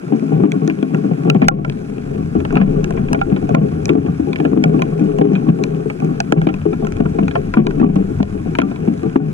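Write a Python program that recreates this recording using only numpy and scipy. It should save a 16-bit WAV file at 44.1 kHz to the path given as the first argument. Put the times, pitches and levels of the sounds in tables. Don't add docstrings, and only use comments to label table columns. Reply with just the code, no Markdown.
import sys
import numpy as np
from scipy import signal
from scipy.fft import rfft, irfft, next_fast_len
from scipy.io import wavfile
from scipy.ndimage import uniform_filter1d, minimum_filter1d

SR = 44100
rng = np.random.default_rng(int(sys.argv[2]) if len(sys.argv) > 2 else 0)


def wav_record(signal):
    frames = np.transpose(np.atleast_2d(signal))
    bounded = np.clip(frames, -1, 1)
    quanta = np.round(bounded * 32767).astype(np.int16)
    wavfile.write(sys.argv[1], SR, quanta)


N = 411453


def gain_of(db):
    return 10 ** (np.asarray(db) / 20)


def unit_rms(x):
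    return x / np.sqrt(np.mean(x ** 2) + 1e-20)


def curve_at(points, hz):
    freq_hz, value = np.transpose(points)
    return np.interp(np.log(hz + 1), np.log(freq_hz + 1), value)


def blows(modes, pitch_hz, t60_scale, treble_db, samples, width_oct, uneven_db, rise_cycles, detune):
    hz, mode_db, t60_s = np.transpose(modes)[:, None, :, None]
    pitch_hz, t60_scale, treble_db = (np.reshape(x, (-1, 1, 1)) for x in (pitch_hz, t60_scale, treble_db))
    luck, phase, tune = np.moveaxis(rng.standard_normal((len(pitch_hz), 2, len(modes), 3)), 3, 0)[..., None]
    t = np.arange(samples) / SR
    spot_db = -np.minimum(6 * (np.log2(hz / pitch_hz) / width_oct) ** 2, 16)
    hardness = np.clip(np.log2(hz / 3000) / 0.7, 0, 1)
    strike_db = hardness * treble_db + (1 - hardness) * spot_db
    rise = 1 - np.exp(-t * hz / rise_cycles)
    decay = gain_of(mode_db + strike_db - 60 * t / (t60_s * t60_scale))
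    envelope = rise * decay * gain_of(uneven_db * np.clip(luck[:, 0], -1.5, 1.5))
    angle = 2 * np.pi * hz * (1 + detune * tune[:, 0]) * t
    ring = np.array([(envelope * np.sin(angle + spread_rad * phase[:, k])).sum(1)
                     for k, spread_rad in enumerate([0.78, 2.78])])
    power = uniform_filter1d(ring[:1] ** 2, size=400, axis=2)
    return ring / np.sqrt(2 * power.max(2, keepdims=True))


def crunch(sounds, spread_s):
    t = np.arange(1600) / SR
    grit = 0.35 * rng.standard_normal((sounds.shape[1], len(t)))
    grit *= np.exp(-t / np.reshape(spread_s, (-1, 1)))
    grit[:, 0] = 3.16
    burst = signal.fftconvolve(sounds, grit[None], axes=2)
    return burst / abs(burst[:1]).max(2, keepdims=True)


def place(sounds, start_s, level_db):
    out = np.zeros((2, N + sounds.shape[2]))
    for k, start in enumerate(start_s):
        at = round(start * SR)
        out[:, at:at + sounds.shape[2]] += gain_of(level_db[k]) * sounds[:, k]
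    return out[:, :N]


def scatter(sounds, per_s, spread_db):
    strength = gain_of(spread_db * np.minimum(rng.exponential(1, N), 3))
    hits = strength * (rng.random(N) < per_s / SR)
    which = rng.integers(0, sounds.shape[1], N)
    return unit_rms(sum(signal.oaconvolve((hits * (which == k))[None], sounds[:, k], axes=1)[:, :N]
                        for k in range(sounds.shape[1])))


# time_s, deep_band_db, upper_band_db
RUMBLE_LEVELS = [(0, -58, -55), (1.401, -52.5, -49), (1.461, -20.5, -22), (1.9, -42, -42),
                 (2.3, -38.5, -27), (2.75, -22, -30.5), (3.501, -36.5, -29.5), (4.202, -47.5, -29.5),
                 (5.1, -40, -43.5), (6.2, -45.5, -39.5), (6.802, -30, -29), (7.301, -36.5, -27),
                 (7.701, -24.5, -32.5), (8.197, -33, -27), (8.8, -44.5, -34), (9.33, -44.5, -37.5)]

def far_rumble():
    time_s, *levels = np.transpose(RUMBLE_LEVELS)
    hz, t, out = np.fft.rfftfreq(N, 1 / SR), np.arange(N) / SR, 0
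    for level_db, (centre_hz, width_hz) in zip(levels, [(25, 8.1), (92, 18.7)]):
        bell = np.exp(-0.5 * ((hz - centre_hz) / width_hz) ** 2)
        band = irfft(rfft(rng.standard_normal((2, N))) * bell, N)
        out = out + gain_of(np.interp(t, time_s, level_db)) * unit_rms(band)
    return out


# freq_hz, relative_db
HISS_SPECTRUM = [(59, -29.5), (125, -3), (177, -1), (420, -32.5), (589, -62), (774, -32.5), (898, -40.5),
                 (1430, -25.5), (2000, -40), (2420, -50), (4860, -48), (9740, -52), (12300, -56.5),
                 (13700, -99), (15500, -105)]

def far_rain(level_db=-26.5):
    frames, hz = N // 128 + 5, np.fft.rfftfreq(512, 1 / SR)
    real_a, imag_a, real_b, imag_b, patches = rng.standard_normal((frames, 257, 5)).T
    noise = np.array([real_a + 1j * imag_a, real_b + 1j * imag_b])
    patches = unit_rms(uniform_filter1d(uniform_filter1d(patches, size=6, axis=0), size=20, axis=1))
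    flicker = unit_rms(uniform_filter1d(rng.standard_normal(frames), size=3))
    spectra = noise * gain_of(curve_at(HISS_SPECTRUM, hz)[:, None] + 1.5 * patches + 0.7 * flicker)
    hiss = signal.istft(spectra, nperseg=512, noverlap=384)[1][:, :N]
    return gain_of(level_db) * unit_rms(hiss)


# freq_hz, level_db, t60_s
CASE_MODES = [(675, 6, 0.17), (789, 6.5, 0.072), (1018, -2, 0.11), (1390, 0, 0.074), (1632, -3.5, 0.061),
              (1775, -8.5, 0.066), (2410, 7.5, 0.03), (3150, -2, 0.018), (4060, 6, 0.0068),
              (5340, -1, 0.0051), (5920, 8.5, 0.0062), (8100, -5, 0.0057), (10020, -27.5, 0.0028),
              (560, 5.5, 0.14)]
# start_s, level_db, pitch_hz, treble_db
CASE_TICKS = [(0.519, -11, 2460, -6.5), (0.677, -10, 1300, -4.5), (0.699, -9, 2430, -35.5),
              (0.828, -19, 2400, -15), (0.946, -13, 1400, -13), (1.3, -1, 2520, -3),
              (1.347, -21.5, 2270, -16), (1.418, -1.5, 1244, -47), (1.432, -10, 1320, -43),
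              (1.443, -11, 2500, -38), (1.484, 9.5, 2620, -1.5), (1.648, -6.5, 1435, -16.5),
              (1.698, -13.5, 2700, -6), (2.403, -17, 1480, -15), (2.451, -9.5, 1820, -15),
              (2.506, -20, 2500, -26), (2.526, -17.5, 910, -11), (2.555, -10.5, 2370, -24),
              (2.57, 0.5, 1350, -46), (2.614, -9.5, 1440, -72), (2.843, -12.5, 2100, -5),
              (2.907, -10, 940, -8), (2.973, -18, 1420, -39), (3.085, -21.5, 2500, -35),
              (3.131, -2.5, 2000, -2.5), (3.146, -5.5, 1200, -33), (3.191, -26, 1390, -21),
              (3.214, -13.5, 1750, -29), (3.363, -15, 1400, -32), (3.492, -10, 1050, -11),
              (3.548, 1.5, 1114, -17), (3.856, -6.5, 2630, 2), (3.882, -16, 880, -7),
              (3.892, -10, 2430, -30), (4.062, -19.5, 1130, -41), (4.331, -14.5, 2240, -19),
              (4.359, -13.5, 2300, -23), (4.451, -10.5, 1180, -30), (4.387, -22.5, 2430, -12),
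              (4.401, -14.5, 1180, -28), (4.639, -1, 3090, -11.5), (4.793, -14.5, 1110, -27),
              (4.82, -5.5, 1875, -16), (4.995, -24.5, 2400, -6), (5.186, -12, 1330, -13),
              (5.214, -12, 934, -26), (5.334, -23.5, 2780, -5), (5.353, -15, 2410, -36),
              (5.638, -5.5, 2650, -1.5), (5.9, -11.5, 1830, -28), (6.002, -20.5, 1880, -7),
              (6.203, -3, 1980, -10), (6.323, 0.5, 1195, -10), (6.416, -11, 1700, -15),
              (6.47, -10, 1290, -30.5), (6.489, -8.5, 1530, -49), (6.541, -14.5, 2090, -6),
              (6.731, -14, 1130, -27), (6.848, -15, 1500, -15.5), (6.869, -14, 1390, -8.5),
              (6.922, -20.5, 2370, -6), (6.968, -21, 2570, -2), (7.003, -22.5, 1040, -30),
              (7.058, -15, 990, -24), (7.187, -7.5, 905, -39.5), (7.233, -25, 2400, -12),
              (7.281, -8, 1570, -18.5), (7.311, -21, 2034, -26), (7.354, -4.5, 1425, -31.5),
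              (7.539, -5.5, 2100, -22.5), (7.573, -18.5, 1040, -25), (7.668, -4, 1800, -11),
              (7.709, -17.5, 1480, -10), (7.798, -17, 1070, -37.5), (7.958, -23, 2000, 10.5),
              (8.229, -7.5, 1460, -8.5), (8.552, -10, 2010, -19), (8.587, 3, 1080, -18.5),
              (8.6, -6, 2320, -28.5), (8.617, -0.5, 1950, -13), (8.713, -20, 1170, -28),
              (8.76, -21.5, 1460, -15.5), (9.156, -36, 2420, -44), (9.173, -24.5, 1000, -4)]

def hail_on_case(boards, tap_db=-41, pellet_db=-47.5, chatter_db=-34.5):
    start_s, level_db, pitch_hz, treble_db = np.transpose(CASE_TICKS)
    ticks = blows(CASE_MODES, pitch_hz, t60_scale=0.38, treble_db=treble_db, samples=2500,
                  width_oct=1.1, uneven_db=1.5, rise_cycles=0.25, detune=0.035)
    spots_hz = np.geomspace(700, 3400, num=36)
    small = blows(CASE_MODES, spots_hz, t60_scale=0.19, treble_db=rng.uniform(-13.5, -1.5, len(spots_hz)),
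                  samples=1200, width_oct=2, uneven_db=2.5, rise_cycles=0.5, detune=0.04)
    small = signal.sosfilt(signal.butter(8, 11000, fs=SR, output="sos"), small)
    taps = gain_of(tap_db) * scatter(crunch(small, spread_s=0.0032), per_s=900, spread_db=1.5)
    pellets = gain_of(pellet_db) * scatter(crunch(small, spread_s=0.00091), per_s=30, spread_db=4.5)
    knocks = uniform_filter1d(abs(boards[0]), size=90) ** 1.48 * rng.standard_normal((2, N))
    dull_ring = signal.lfilter(*signal.butter(4, 3300, fs=SR), small[:, :16].sum(1))
    chatter = gain_of(chatter_db) * unit_rms(signal.oaconvolve(knocks, dull_ring, axes=1)[:, :N])
    splatter_s = np.minimum(0.0013 * gain_of(-0.45 * treble_db), 0.009)
    return place(crunch(ticks, splatter_s), start_s, level_db) + taps + pellets + chatter


# start_s, level_db
SQUARE_HITS = [(1.3, -11.5), (1.485, 13), (1.646, -18), (3.146, -15.5), (3.215, -7.5), (3.546, -12),
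               (4.641, -12), (9.067, -30)]

def hollow_ring():
    start_s, level_db = np.transpose(SQUARE_HITS)
    modes = np.array(CASE_MODES)[[1, 3]]
    rings = blows(modes, pitch_hz=np.full(len(start_s), 1700), t60_scale=0.85, treble_db=1, samples=5000,
                  width_oct=1.5, uneven_db=1.5, rise_cycles=0.6, detune=0.004)
    return place(rings, start_s, level_db)


# freq_hz, level_db, t60_s
BOARD_MODES = [(135.4, -6, 1), (160.43, 2.5, 0.44), (195, -0.5, 0.34), (212, -2, 0.27), (245, -4, 0.27),
               (272, -4, 0.38), (301.2, 2, 0.22), (334, -1.5, 0.16), (368, -7.5, 0.42), (418.4, -0.5, 0.34),
               (426, -0.5, 0.26), (496, -14.5, 0.22), (510, -4.5, 0.24), (682, -2.5, 0.27),
               (767.7, -0.5, 0.2), (1130, -5.5, 0.13), (1390, -11, 0.1)]
# start_s, level_db, pitch_hz
BOARD_THUDS = [(0.122, -3, 257), (0.223, -8.5, 272), (0.319, -5.5, 183), (0.4, -5, 174), (0.436, -1, 242),
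               (0.552, -11, 235), (0.618, -5.5, 227), (0.678, -9, 287), (0.827, -4, 283),
               (0.936, -3.5, 212), (0.981, -10, 211), (1.041, -7.5, 240), (1.112, -5.5, 160.5),
               (1.274, -7, 227), (1.349, 1.5, 202), (1.422, 2.5, 203), (1.451, -5, 177), (1.482, -3, 149),
               (1.512, 1.5, 150.5), (1.587, -3.5, 157.6), (2.352, -5, 246), (2.528, -7.5, 195),
               (2.562, 0, 235), (2.599, 0, 200), (2.758, -8, 195), (2.829, -11, 218), (2.991, -12, 177),
               (3.111, -7.5, 231), (3.317, -3.5, 224), (3.425, -10.5, 245), (3.505, -5, 162),
               (3.542, -2.5, 189), (3.567, -2, 210), (3.611, -9, 209), (3.895, -2.5, 288),
               (3.952, -3.5, 257), (4.083, -9.5, 156), (4.196, -6, 282), (4.397, -8.5, 280),
               (4.27, -16, 239), (4.45, -8, 245), (4.515, -9, 272), (4.564, -2.5, 223), (4.647, -4.5, 195),
               (4.742, -3.5, 245), (4.813, -11, 183), (5.009, -8.5, 236), (5.186, -7.5, 212),
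               (5.212, -1, 344), (5.249, -10, 259), (5.329, -4, 195), (5.486, 2, 191), (5.858, -12, 385),
               (6.021, -8.5, 184), (6.324, 2, 310), (6.362, -2, 152), (6.469, -0.5, 261),
               (6.655, -4.5, 368), (6.824, -9.5, 195), (6.725, -11, 231), (7.001, 0, 212),
               (7.053, -8.5, 194), (7.188, -5.5, 214), (7.226, -6, 202), (7.57, 3, 196.6), (7.589, 0, 295),
               (7.8, 0.5, 242), (7.828, 2, 210), (7.957, -2, 218), (8.203, -1, 218), (8.458, -10.5, 192),
               (8.588, -2, 255), (8.632, -8.5, 248), (8.876, -4, 224), (9.031, -11, 297),
               (9.056, -9.5, 180.5), (9.158, 5, 286), (9.2, -6, 169)]
# time_s, level_db
SHOWER_LEVELS = [(0.0, -25.5), (0.52, -16.5), (0.68, -27), (1.301, -15.5), (1.821, -25), (2.551, -18.5),
                 (3.06, -21), (5.399, -17.5), (6.811, -26.5), (7.12, -21.5), (7.77, -18.5), (8.31, -25.5),
                 (9.33, -25.5)]

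def hail_on_deck():
    start_s, level_db, pitch_hz = np.transpose(BOARD_THUDS)
    t60_scale = 0.65 * gain_of(3 * rng.standard_normal(len(start_s)))
    thuds = blows(BOARD_MODES, pitch_hz, t60_scale, treble_db=0, samples=6000,
                  width_oct=0.4, uneven_db=5, rise_cycles=0.38, detune=0.027)
    spots_hz = np.geomspace(130, 450, num=14)
    small = blows(BOARD_MODES, spots_hz, t60_scale=0.78, treble_db=0, samples=6000,
                  width_oct=0.41, uneven_db=3.5, rise_cycles=0.71, detune=0.0371)
    shower_db = np.interp(np.arange(N) / SR, *np.transpose(SHOWER_LEVELS))
    drumming = gain_of(shower_db) * scatter(small, per_s=105, spread_db=4)
    wood = signal.butter(4, 5000, fs=SR)
    return signal.lfilter(*wood, place(thuds, start_s, level_db) + drumming)


# freq_hz, left_lead_rad
PORT_LEAD = [(60, .05), (150, 0.43), (400, 1.34), (600, 3.58), (1030, 2.1), (2500, 2.55), (3400, 7.22),
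             (4500, 9.4), (7000, 11.53), (9000, 11.1), (14000, 19)]
# freq_hz, left_over_right_db
PORT_TILT = [(60, 1.5), (160, 3), (300, 7.5), (480, 9.5), (740, -3), (1800, -1.5), (2600, 1.5),
             (3800, -1.5), (6400, 1.5), (15000, -4)]
# freq_hz, coherence
PORT_COHERENCE = [(60, .98), (420, .97), (700, .75), (3000, .72), (9000, .45)]

def scene():
    boards = hail_on_deck()
    weather = boards + hail_on_case(boards) + hollow_ring() + far_rain()
    low_cut = signal.butter(8, 125, "high", fs=SR, output="sos")
    size = next_fast_len(N)
    shared, unlike = rfft(signal.sosfilt(low_cut, weather) + far_rumble(), size)
    hz = np.fft.rfftfreq(size, 1 / SR)
    coherence = curve_at(PORT_COHERENCE, hz)
    half_tilt = gain_of(curve_at(PORT_TILT, hz) / 2)
    lag = np.exp(-1j * curve_at(PORT_LEAD, hz))
    left = shared * half_tilt
    right = (coherence * shared + np.sqrt(1 - coherence ** 2) * unlike) * lag / half_tilt
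    return irfft(np.array([left, right]), size)[:, :N]


def record(dry, recovery_db_per_s=90, slow_stage_s=0.4, edge_hz=16400):
    low = signal.lfilter(*signal.butter(1, 900, fs=SR), dry)
    high = dry - low
    peak_db = 20 * np.log10(abs(low + 1.45 * high).max(0) + 1e-9)
    held_db = -minimum_filter1d(-peak_db, size=881, origin=440)
    recovery_db = np.arange(N) * recovery_db_per_s / SR
    over_db = np.maximum(np.maximum.accumulate(held_db + recovery_db) - recovery_db, 0)
    over_db = signal.lfilter(np.ones(220) / 220, 1, over_db)
    pole = np.exp(-1 / (slow_stage_s * SR))
    over_db = over_db + 0.3 * signal.lfilter([1 - pole], [1, -pole], over_db)
    ducked = low / gain_of(0.8 * over_db) + high / gain_of(0.95 * over_db)
    rounded = ducked / (1 + ducked ** 8) ** (1 / 8)
    band_limit = signal.firwin(511, edge_hz, window=("kaiser", 9), fs=SR)
    return signal.oaconvolve(rounded, band_limit[None], "same")


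dry = scene()
out = record(dry)
wav_record(out)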